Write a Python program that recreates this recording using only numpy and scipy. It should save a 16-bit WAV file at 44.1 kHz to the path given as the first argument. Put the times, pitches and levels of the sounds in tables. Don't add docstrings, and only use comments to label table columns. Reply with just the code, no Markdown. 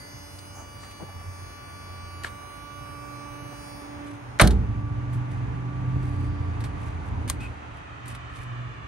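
import sys
import numpy as np
from scipy import signal
from scipy.fft import rfft, irfft, next_fast_len
from scipy.io import wavfile

SR = 44100
rng = np.random.default_rng(int(sys.argv[2]) if len(sys.argv) > 2 else 0)


def dump_mix(stems):
    frames = np.atleast_2d(stems).T
    limited = np.clip(frames, -1, 1)
    pcm = np.round(limited * 32767).astype(np.int16)
    wavfile.write(sys.argv[1], SR, pcm)


N = 391431
TIME = np.arange(N) / SR
SIDES = np.array([[1], [-1]])
PORT_LAG_S, CUTOFF_HZ = 3.5e-5, 15800


def from_db(db):
    return 10 ** (np.asarray(db) / 20)


def unit_rms(x):
    return x / np.sqrt(np.mean(x ** 2) + 1e-20)


def in_time(rows):
    times, *columns = np.transpose(rows)
    return [np.interp(TIME, times, column) for column in columns]


def at_hz(rows, hz):
    frequencies, values = np.transpose(rows)
    return np.interp(np.log(hz), np.log(frequencies), values)


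def bump(centre_s, width_s):
    return np.exp(-((TIME - centre_s) / width_s) ** 2)


def drift(rate_hz):
    hop = 200
    pole = np.exp(-2 * np.pi * rate_hz * hop / SR)
    slow = signal.lfilter([1], [1, -2 * pole, pole * pole], rng.standard_normal(N // hop + 1002))[1000:]
    return np.interp(np.arange(N) / hop, np.arange(len(slow)), unit_rms(slow))


def add(out, start_s, sound):
    start = int(start_s * SR)
    out[:, start:start + sound.shape[-1]] += sound[..., :N - start]


# frequency in Hz, correlation from -1 to 1.
FAR_LIKENESS = [(50, .95), (170, .92), (300, .6), (600, -0.51), (1300, -0.2), (3000, 0.1), (6500, 0.3)]
CLOSE_LIKENESS = [(50, .98), (300, .95), (600, 0.3), (1100, 0.65), (3000, 0.71), (6500, 0.5)]

def noise(colour, size, likeness, tilt_db=0):
    padded = next_fast_len(size)
    hz = np.maximum(np.arange(padded // 2 + 1) * SR / padded, 1)
    low_cut = np.minimum(hz / colour[0][0], 1) ** 2
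    gain = low_cut * from_db(at_hz(colour, hz) + tilt_db * np.log2(hz))
    alike = np.clip(at_hz(likeness, hz), -.98, .98)
    mid, side = rfft(rng.standard_normal((2, padded))) * gain * np.sqrt([1 + alike, 1 - alike])
    late = np.exp(-2j * np.pi * hz * PORT_LAG_S)
    return unit_rms(irfft(np.array([(mid + side) * late, mid - side]), padded)[:, :size])


def bursts(rows, colour, rise_s):
    out, age = np.zeros((2, N)), TIME[:SR // 4]
    for start_s, db, tilt_db, t60 in rows:
        fade = from_db(db - 60 * age / t60) * np.minimum(age / rise_s, 1)
        add(out, start_s, fade * noise(colour, len(age), CLOSE_LIKENESS, tilt_db))
    return out


def swell_db(start_s=4.4, end_s=7.58, edge_s=.19, lift_db=9.5):
    return lift_db * np.clip(np.minimum(TIME - start_s, end_s - TIME) / edge_s, 0, 1)


# frequency in Hz, relative noise density in dB.
NEAR_TYRE_COLOUR = [(200, -18), (330, 0), (520, -8.5), (900, 0.5), (1500, -1.5), (2100, -7), (2800, -9),
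                    (4000, -21), (5200, -28.5), (6500, -27), (9300, -39), (11000, -48), (13000, -70),
                    (15000, -91.5)]

def passing_tyres(nearest_s=8.5, pass_db=1.1, ground_echo=.42):
    lag_s = .00168 + .00016 * (TIME - nearest_s)
    direct = noise(NEAR_TYRE_COLOUR, N, FAR_LIKENESS)
    echo = np.array([np.interp(TIME - lag_s, TIME, side) for side in direct])
    return unit_rms(direct + ground_echo * echo) * from_db(pass_db * bump(nearest_s, width_s=.35))


# frequency in Hz, relative noise density in dB.
RUMBLE_COLOUR = [(28, -35), (50, 4), (75, 3), (115, 2.5), (150, -3), (200, -11), (280, -10), (360, -19),
                 (480, -19), (800, -76)]
FAR_TYRE_COLOUR = [(200, -10), (330, -8.5), (520, -11), (850, -6), (1350, -11.5), (2400, -18.5),
                   (3400, -28), (5200, -37), (6500, -34), (8200, -46), (9300, -39), (11000, -55),
                   (13000, -80), (15000, -73)]

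def traffic(busiest_s=6.64, approach_s=7.35, approach_length_s=.78):
    building_s, easing_s = np.minimum(TIME, busiest_s), np.maximum(TIME - busiest_s, 0)
    rumble_db = -50 + .99 * building_s - easing_s + swell_db() + 2.5 * drift(19.6)
    tyres_db = -49.5 + 1.16 * building_s - easing_s + .6 * drift(4)
    near = np.clip((TIME - approach_s) / approach_length_s, 0, 1)
    tyres = np.sqrt(1 - near) * noise(FAR_TYRE_COLOUR, N, FAR_LIKENESS) + np.sqrt(near) * passing_tyres()
    return from_db(rumble_db) * noise(RUMBLE_COLOUR, N, FAR_LIKENESS) + from_db(tyres_db) * tyres


# time in seconds, firing rate in Hz, relative level in dB.
CRUISING_ENGINE = [(0, 123.3, -56), (2.6, 125, -64), (3.0, 126, -48.5), (3.8, 123.4, -51),
                   (4.6, 119.1, -42.5), (5.9, 126.8, -39.5), (6.2, 123.9, -40.5), (6.45, 112.2, -48),
                   (7.3, 114.7, -49), (7.95, 120.4, -50), (8.12, 120.6, -34.5), (8.25, 119.9, -45.5),
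                   (8.6, 122, -35.5), (8.88, 121.8, -50.5)]
SLOWING_ENGINE = [(0, 79.5, -60), (.42, 93.5, -44), (.85, 96, -48.5), (1.2, 90.2, -41.5), (1.6, 90, -54.5),
                  (2.2, 88.5, -39.5), (2.5, 86.8, -62), (4.299, 110, -52), (4.749, 106, -38.5),
                  (5.601, 97.5, -54), (6.25, 89.2, -40.5), (6.9, 82.5, -45), (7.421, 80, -42),
                  (7.6, 78, -47.5), (8.88, 69.7, -53.5)]
# multiple of the firing rate, relative level in dB.
EXHAUST_ORDERS = [(.5, -23.5), (.75, -18.5), (.875, -17), (1, 0), (1.375, -16.5), (1.5, -27.5), (2, -20),
                  (3, -28.5)]

def engines(level_db=-.27, rough_db=2.5, jitter=.00948):
    out = np.zeros(N)
    for rows in (CRUISING_ENGINE, SLOWING_ENGINE):
        firing_hz, engine_db = in_time(rows)
        phase = 2 * np.pi * np.cumsum(firing_hz * (1 + jitter * drift(7.23))) / SR
        gain = np.sqrt(2) * from_db(engine_db + level_db + swell_db())
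        for order, db in EXHAUST_ORDERS:
            throb = from_db(db + rough_db * drift(4.9))
            out += gain * throb * np.sin(order * phase + rng.uniform(0, 2 * np.pi))
    return out


# start in seconds, level in dB, brightness in dB per octave, 60 dB decay time in seconds.
SNAPS = [(0.3886, -46, 9, 0.056), (0.8331, -43.5, 0, 0.15), (2.2349, -34.5, 5, 0.066),
         (2.2466, -21, -2, 0.015), (2.252, -36.5, 2.5, 0.11), (2.265, -37, 1.5, 0.097),
         (5.1298, -55, 11, 0.175), (6.6054, -42, 3.5, 0.082), (6.6399, -38, 4, 0.11),
         (7.2776, -36.5, 6.5, 0.04), (7.2855, -37, 6, 0.1), (7.294, -34, 12, 0.06),
         (7.2985, -12.5, 13, 0.01), (7.3004, -25.5, 8, 0.028), (7.304, -39, 5.5, 0.14),
         (7.4041, -47, 3, 0.42), (8.0561, -50, 5, 0.33), (8.0796, -42, 12, 0.07), (8.112, -55, 9, 0.089),
         (8.1484, -40, 3, 0.074)]
# frequency in Hz, relative noise density in dB.
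SNAP_COLOUR = [(300, 3.5), (650, 7), (1000, 13.5), (1500, 15.5), (2100, 10.5), (3000, 3.5), (4000, 2.5),
               (6000, -7), (9500, -6), (12000, -16.5), (13800, -46), (15200, -39)]

def grit_and_hinge():
    return bursts(SNAPS, SNAP_COLOUR, rise_s=.0003)


# midpoint in seconds, level in dB, centre in Hz, width in Hz, length in seconds.
NOISE_SWELLS = [(0.391, -48, 4800, 550, 0.018), (0.588, -51.5, 6350, 750, 0.17), (0.6, -47, 765, 600, 0.16),
                (0.833, -58, 5450, 6000, 0.14), (1.027, -37.5, 130, 200, 0.06),
                (1.025, -43, 300, 600, 0.07), (1.007, -44, 734, 449, 0.035),
                (1.097, -44.5, 760, 500, 0.041), (1.217, -46.5, 700.7, 500.5, 0.023),
                (2.2472, -25, 1540, 900, 0.009), (3.53, -45, 699, 597, 0.062),
                (7.146, -48.5, 870, 407, 0.49), (7.28, -43.5, 250, 131, 0.41),
                (7.303, -27.5, 900, 600, 0.0079), (7.44, -46.5, 2520, 505, 0.1)]

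def scuffs_hinge_and_rumble():
    out = np.zeros((2, N))
    for middle_s, db, hz, width_hz, length_s in NOISE_SWELLS:
        size, radius = int(length_s * SR), np.exp(-np.pi * width_hz / SR)
        resonance = [1, 0, -1, 1, -2 * radius * np.cos(2 * np.pi * hz / SR), radius ** 2]
        band = signal.sosfilt([resonance, resonance], rng.standard_normal((3, size)))
        stereo = unit_rms(band[:2] + band[2])
        add(out, middle_s - length_s / 2, from_db(db) * np.hanning(size) * stereo)
    return out


# midpoint in seconds, level in dB, length in seconds.
STEP_CRUNCHES = [(0.911, -50, 0.05), (4.095, -54.5, 0.22), (5.142, -57, .1), (5.337, -60, 0.18),
                 (6.081, -57.5, 0.35), (6.238, -56.5, 0.16), (6.858, -58.5, 0.29), (7.071, -58.5, 0.11),
                 (7.438, -56, 0.13), (7.768, -63, 0.13), (8.111, -51.5, 0.13), (8.39, -53.5, 0.23)]
# frequency in Hz, relative noise density in dB.
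CRUNCH_COLOUR = [(2000, 4.5), (4500, -8.5), (7000, -9.5), (9400, -7.5), (11200, -9.5), (13000, -44),
                 (16000, -60)]

def crunches(grains_per_s=400, grain_s=.0047, spread_db=.5):
    out = np.zeros((2, N))
    for middle_s, db, length_s in STEP_CRUNCHES:
        size = int(length_s * SR)
        cracks = (rng.random(size) < grains_per_s / SR) * from_db(-spread_db * rng.exponential(1, size))
        grains = unit_rms(signal.lfilter([1], [1, -np.exp(-1 / (grain_s * SR))], cracks + 1e-18))
        crunch = grains * noise(CRUNCH_COLOUR, size, CLOSE_LIKENESS)
        add(out, middle_s - length_s / 2, from_db(db) * np.hanning(size) * crunch)
    return out


# time in seconds, pitch in Hz, level in dB.
SOLE_SQUEAK = [(7.39, 2464, -61), (7.415, 2520, -39), (7.44, 2560, -46), (7.465, 2490, -39),
               (7.5, 2620, -73)]

def squeak(jitter=.01462):
    hz, db = in_time(SOLE_SQUEAK)
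    sliding = (TIME > SOLE_SQUEAK[0][0]) & (TIME < SOLE_SQUEAK[-1][0])
    phase = 2 * np.pi * np.cumsum(hz * (1 + jitter * drift(63.8))) / SR
    return sliding * from_db(db) * np.sin(phase)


def door_shut(from_s=3.7, to_s=5.2):
    return np.interp(TIME, [from_s, to_s], [0, 1])


def rattle_db(close_db=6, backing_away_s=.64, shut_loss_db=4.5):
    return -61.5 + close_db * np.exp(-TIME / backing_away_s) - shut_loss_db * door_shut()


def treble_path_db(hz, loss_db_per_octave=9, corner_hz=1250):
    db = -door_shut() * loss_db_per_octave * max(np.log2(hz / corner_hz), 0)
    if hz > 4500:
        db += 4 * bump(3.72, width_s=.17)
    if 3000 < hz < 5500:
        db += 12 * bump(6.35, width_s=.3)
    return db


def standing_wave(hz, reflection=.68, walk_m_per_s=.09, sway_m=.025, sound_m_per_s=343):
    extra_path_m = walk_m_per_s * TIME + sway_m * drift(.7)
    lag = rng.uniform(0, 2 * np.pi) + 2 * np.pi * hz * extra_path_m / sound_m_per_s
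    port_phases = rng.normal(0, .21, (2, 1))
    return np.sqrt(1 + 2 * reflection / (1 + reflection ** 2) * np.cos(lag + port_phases))


# time in seconds, relative levels of the fundamental and the cover resonance in dB.
BUZZER_TONES = [(0, -57, -64), (0.33, -57, -68), (0.6, -58.5, -50.5), (1.45, -63.5, -49), (2.0, -63, -44),
                (2.6, -58, -44.5), (3.25, -49, -42), (3.7, -50, -51.5), (4.12, -40, -50.5),
                (4.27, -55, -66), (4.85, -42.5, -45), (5.48, -48, -53.5), (5.72, -45, -45.5),
                (6.2, -39.5, -47.5), (6.95, -52.5, -49.5), (7.25, -48, -56), (7.7, -57.5, -75),
                (8.65, -57.5, -51)]
# time in seconds, level in dB.
BUZZER_WHINE = [(0, -51), (.3, -66), (.5, -67), (.85, -56), (1.3, -63), (2.2, -57), (2.47, -85), (2.7, -65),
                (3.3, -70), (3.75, -58), (4.05, -83), (5.9, -80), (6.25, -68.5), (6.5, -72), (6.9, -76.5),
                (8.88, -86)]

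def buzzer_tones_db():
    hum, cover = in_time(BUZZER_TONES)
    whine, = in_time(BUZZER_WHINE)
    hum_octave = -57.5 + .51 * (hum - hum.mean()) - 11 * door_shut()
    cover_octave = -61 + .44 * (cover - cover.mean()) - 18 * door_shut()
    return {1: hum + .5, 2: hum_octave, 4: cover - 4, 8: cover_octave, 16: whine}


# harmonic number, relative level outside the car in dB, extra close to the cabin in dB.
ARMATURE_PARTIALS = [(3, -4, -3), (5, 1, -6), (6, -1, 5), (7, -4, 10), (9, -2, -12), (10, -1.5, 2),
                     (11, -7, -13), (12, -5.5, -2), (13, -14, -1), (14, -6, -3), (15, -2.5, 1),
                     (17, -6.5, 9), (18, -5, 8), (19, -8.5, -6), (22, -7, 7), (23, -7, 4), (29, -10, 4),
                     (32, -6.5, 1), (34, -7, 4), (35, -6, 4), (38, -4, 7)]
# frequency in Hz, relative level in dB.
RATTLE_COLOUR = [(3000, -16.5), (5500, -9.5), (6400, -5), (7100, -19.5), (8100, -16.5), (9000, -12),
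                 (10500, -20.5), (11000, 1.5), (11600, -22.5), (12400, -19), (13100, -29.5), (14200, -20),
                 (15700, -18)]
# time in seconds, left minus right in dB.
BUZZER_BALANCE = [(0, -4), (1.6, 7.5), (2.2, -3.5), (2.7, -12), (3.6, -8), (4.3, -2.5), (6, -2.5)]
BUZZ_HZ = 290.0

def buzzer(jitter=.00051, spread_rad=.85, panned_below_hz=1500):
    phase = 2 * np.pi * BUZZ_HZ * np.cumsum(1 + jitter * drift(11.6)) / SR
    balance_db, = in_time(BUZZER_BALANCE)
    tones_db = buzzer_tones_db()
    strong_db = {round(k): db + rattle_db(close_db) for k, db, close_db in ARMATURE_PARTIALS}
    out = np.zeros((2, N))
    for k in range(1, int(CUTOFF_HZ / BUZZ_HZ) + 1):
        hz = k * BUZZ_HZ
        if k in tones_db:
            gain = from_db(tones_db[k])
        else:
            db = strong_db.get(k, at_hz(RATTLE_COLOUR, hz) + rattle_db())
            gain = from_db(db + treble_path_db(hz)) * standing_wave(hz)
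        if hz < panned_below_hz:
            gain = gain * from_db(SIDES * balance_db / 2)
        side_phase = SIDES * spread_rad * rng.normal() * (.3 if k in tones_db else 1)
        out += np.sqrt(2) * gain * np.sin(k * phase + rng.uniform(0, 2 * np.pi) + side_phase)
    return out


def contact_hiss(relative_db=-11, pulse_depth=.95):
    taps = 1 + pulse_depth * np.cos(2 * np.pi * BUZZ_HZ * TIME)
    gain = (1 - door_shut()) * from_db(rattle_db() + relative_db)
    return gain * taps * noise(RATTLE_COLOUR, N, FAR_LIKENESS)


# frequency in Hz, relative noise density in dB.
SHELL_COLOUR = [(42, -11), (56, 6), (100, 1.5), (135, -8), (220, -1.5), (320, -4), (480, -8.5), (700, -7),
                (1400, -26), (3000, -34)]
# frequency in Hz, 60 dB decay time in seconds.
SHELL_DECAY = [(40, 1), (120, 1), (250, 0.61), (500, 0.36), (1000, 0.36), (3000, 0.16)]

def shudder(start_s=4.408, level_db=-9, rise_s=.013):
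    out, age = np.zeros((2, N)), TIME[:SR]
    shake = noise(SHELL_COLOUR, SR, CLOSE_LIKENESS)
    octaves_hz = np.geomspace(30, 3840, 8)
    for low, high in zip(octaves_hz, octaves_hz[1:]):
        band = signal.sosfilt(signal.butter(2, [low, high], "band", fs=SR, output="sos"), shake)
        t60 = at_hz(SHELL_DECAY, np.sqrt(low * high))
        add(out, start_s, band * from_db(level_db - 60 * age / t60) * np.minimum(age / rise_s, 1))
    return out


# frequency in Hz, relative level in dB, 60 dB decay time in seconds.
CABIN_MODES = [(58, -16.5, 1), (100, -9, 0.072), (131, -12.5, 0.11), (167, -17, 0.17), (197, -24, 0.31),
               (285, -24.5, 0.22), (338, -26, 0.1), (441, -35, 0.073)]
# start in seconds, relative level in dB.
SEAL_PUSHES = [(4.4201, 0.5), (4.4406, 0.5)]

def cabin_boom(rise_s=.0018):
    out, age = np.zeros((2, N)), TIME[:SR]
    ring = sum(from_db(db - 60 * age / t60) * np.sin(2 * np.pi * hz * age) for hz, db, t60 in CABIN_MODES)
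    for start_s, push_db in SEAL_PUSHES:
        add(out, start_s, -from_db(push_db) * ring * np.minimum(age / rise_s, 1))
    return out


# frequency in Hz, relative level in dB, 60 dB decay time in seconds.
PAWL_MODES = [(3100, -4.5, 0.04), (3850, 1.5, 0.035), (4160, 5.5, 0.035), (4310, 2, 0.035),
              (6350, -3, 0.0294), (8870, 0.5, 0.04), (9080, 7, 0.026)]
# start in seconds, relative level in dB.
PAWL_SNAPS = [(4.4098, -25.5), (4.4137, -27.5), (4.419, -26), (4.474, -31), (4.512, -53)]

def pawl():
    out, age = np.zeros((2, N)), TIME[:SR // 4]
    age_at_ports = age - np.array([[PORT_LAG_S], [0]])
    for start_s, snap_db in PAWL_SNAPS:
        for hz, db, t60 in PAWL_MODES:
            phase = 2 * np.pi * hz * age_at_ports + rng.uniform(0, 2 * np.pi)
            add(out, start_s, from_db(snap_db + db - 60 * age / t60) * np.sin(phase))
    return out


# start in seconds, relative level in dB, brightness in dB per octave, 60 dB decay in seconds.
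SLAM_BURSTS = [(4.389, -35, 3, .08), (4.3966, -5, -4.6, 0.058), (4.4072, -17, -1.5, 0.041),
               (4.4138, -7.5, -6, 0.04), (4.4132, -15.5, 11, 0.037), (4.4188, -15.5, -2.5, 0.05),
               (4.432, -26.5, 0.5, 0.097), (4.443, -32, 1.5, 0.18), (4.4727, -25, 8, 0.024),
               (4.4745, -19.5, 4.5, 0.02), (4.5066, -32, 2.5, .04), (4.5118, -44, 2, 0.13)]
# frequency in Hz, relative noise density in dB.
LATCH_COLOUR = [(200, -20), (380, -24), (580, -8), (760, -17), (1000, -6), (1500, -2), (2200, -6),
                (2700, -13), (3800, -7), (5000, -14.5), (7600, -17), (9500, -20.5), (11000, -20),
                (12100, -33), (13500, -28), (14300, -41.5), (15500, -54)]

def slam(level_db=.75):
    return from_db(level_db) * bursts(SLAM_BURSTS, LATCH_COLOUR, rise_s=.00091)


# frequency in Hz, relative level in dB, 60 dB decay time in seconds.
SKIN_MODES = [(69, -3, .5), (106, 3, .5), (175, -2.5, .55), (224, -7, .4), (237, -1, .45), (256, -1, .4),
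              (303, -5, .4), (484, 0, .28), (580, 5, .23), (641, -1, .2), (667, -7, .2), (813, -4, .25),
              (1013, -3, .22), (1181, -3, .2), (1302, -1, .24), (1418, -1.5, .2), (1482, -2, .2),
              (1533, 0, .21), (1586, -3, .22), (1679, -2, .23), (1800, -4, .21), (2305, -4, .19),
              (3035, -8, .2)]

def door_skin(level_db=-19, spread_rad=.24, rise_cycles=3.9, balance_db=-4):
    out, age = np.zeros((2, N)), TIME[:SR]
    start_s, contact_db = SLAM_BURSTS[1][:2]
    for hz, db, t60 in SKIN_MODES:
        phase = 2 * np.pi * hz * age + rng.uniform(0, 2 * np.pi) + spread_rad * rng.standard_normal((2, 1))
        fade = from_db(db - 60 * age / t60) * np.minimum(age * hz / rise_cycles, 1)
        lean = from_db(SIDES * balance_db / 2) if hz < 750 else 1
        add(out, start_s, from_db(level_db + contact_db) * lean * fade * np.sin(phase))
    return out


def scene(bass_left_db=-1, street_left_db=-.73):
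    clatter = slam()
    lows = (cabin_boom() + shudder() + engines()) * from_db(bass_left_db * SIDES)
    small_sounds = grit_and_hinge() + scuffs_hinge_and_rumble() + crunches() + squeak()
    clicks = pawl()
    street = traffic() * from_db(street_left_db * SIDES)
    return street + small_sounds + buzzer() + contact_hiss() + lows + clicks + clatter + door_skin()


# frequency in Hz, phase in radians.
LEFT_PHASE_LAG = [(0, 0), (30, .5), (60, .65), (300, .65), (600, 0), (8400, 0), (10200, np.pi),
                  (12000, 2 * np.pi), (15300, 4 * np.pi)]

def microphone(dry, merge_hz=(7600, 8600), port_hz=10300, port_width_hz=800, port_db=5.5):
    size = next_fast_len(N + SR // 10)
    hz = np.arange(size // 2 + 1) * SR / size
    left, right = rfft(dry, size)
    merged = np.interp(hz, merge_hz, [0, 1])
    lag = np.interp(hz, *np.transpose(LEFT_PHASE_LAG))
    left = ((1 - merged) * left + merged * right) * np.exp(-1j * lag)
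    resonance = from_db(port_db * np.exp(-((hz - port_hz) / port_width_hz) ** 2))
    return irfft(np.array([left, right]) * resonance, size)[:, :N]


def record(dry, low_cut_hz=32, ceiling=1.1):
    thinned = signal.sosfilt(signal.butter(3, low_cut_hz, "high", fs=SR, output="sos"), microphone(dry))
    rounded = ceiling * np.tanh(thinned / ceiling)
    return signal.sosfilt(signal.ellip(10, .1, 80, CUTOFF_HZ, fs=SR, output="sos"), rounded)


dry = scene()
out = record(dry)
dump_mix(out)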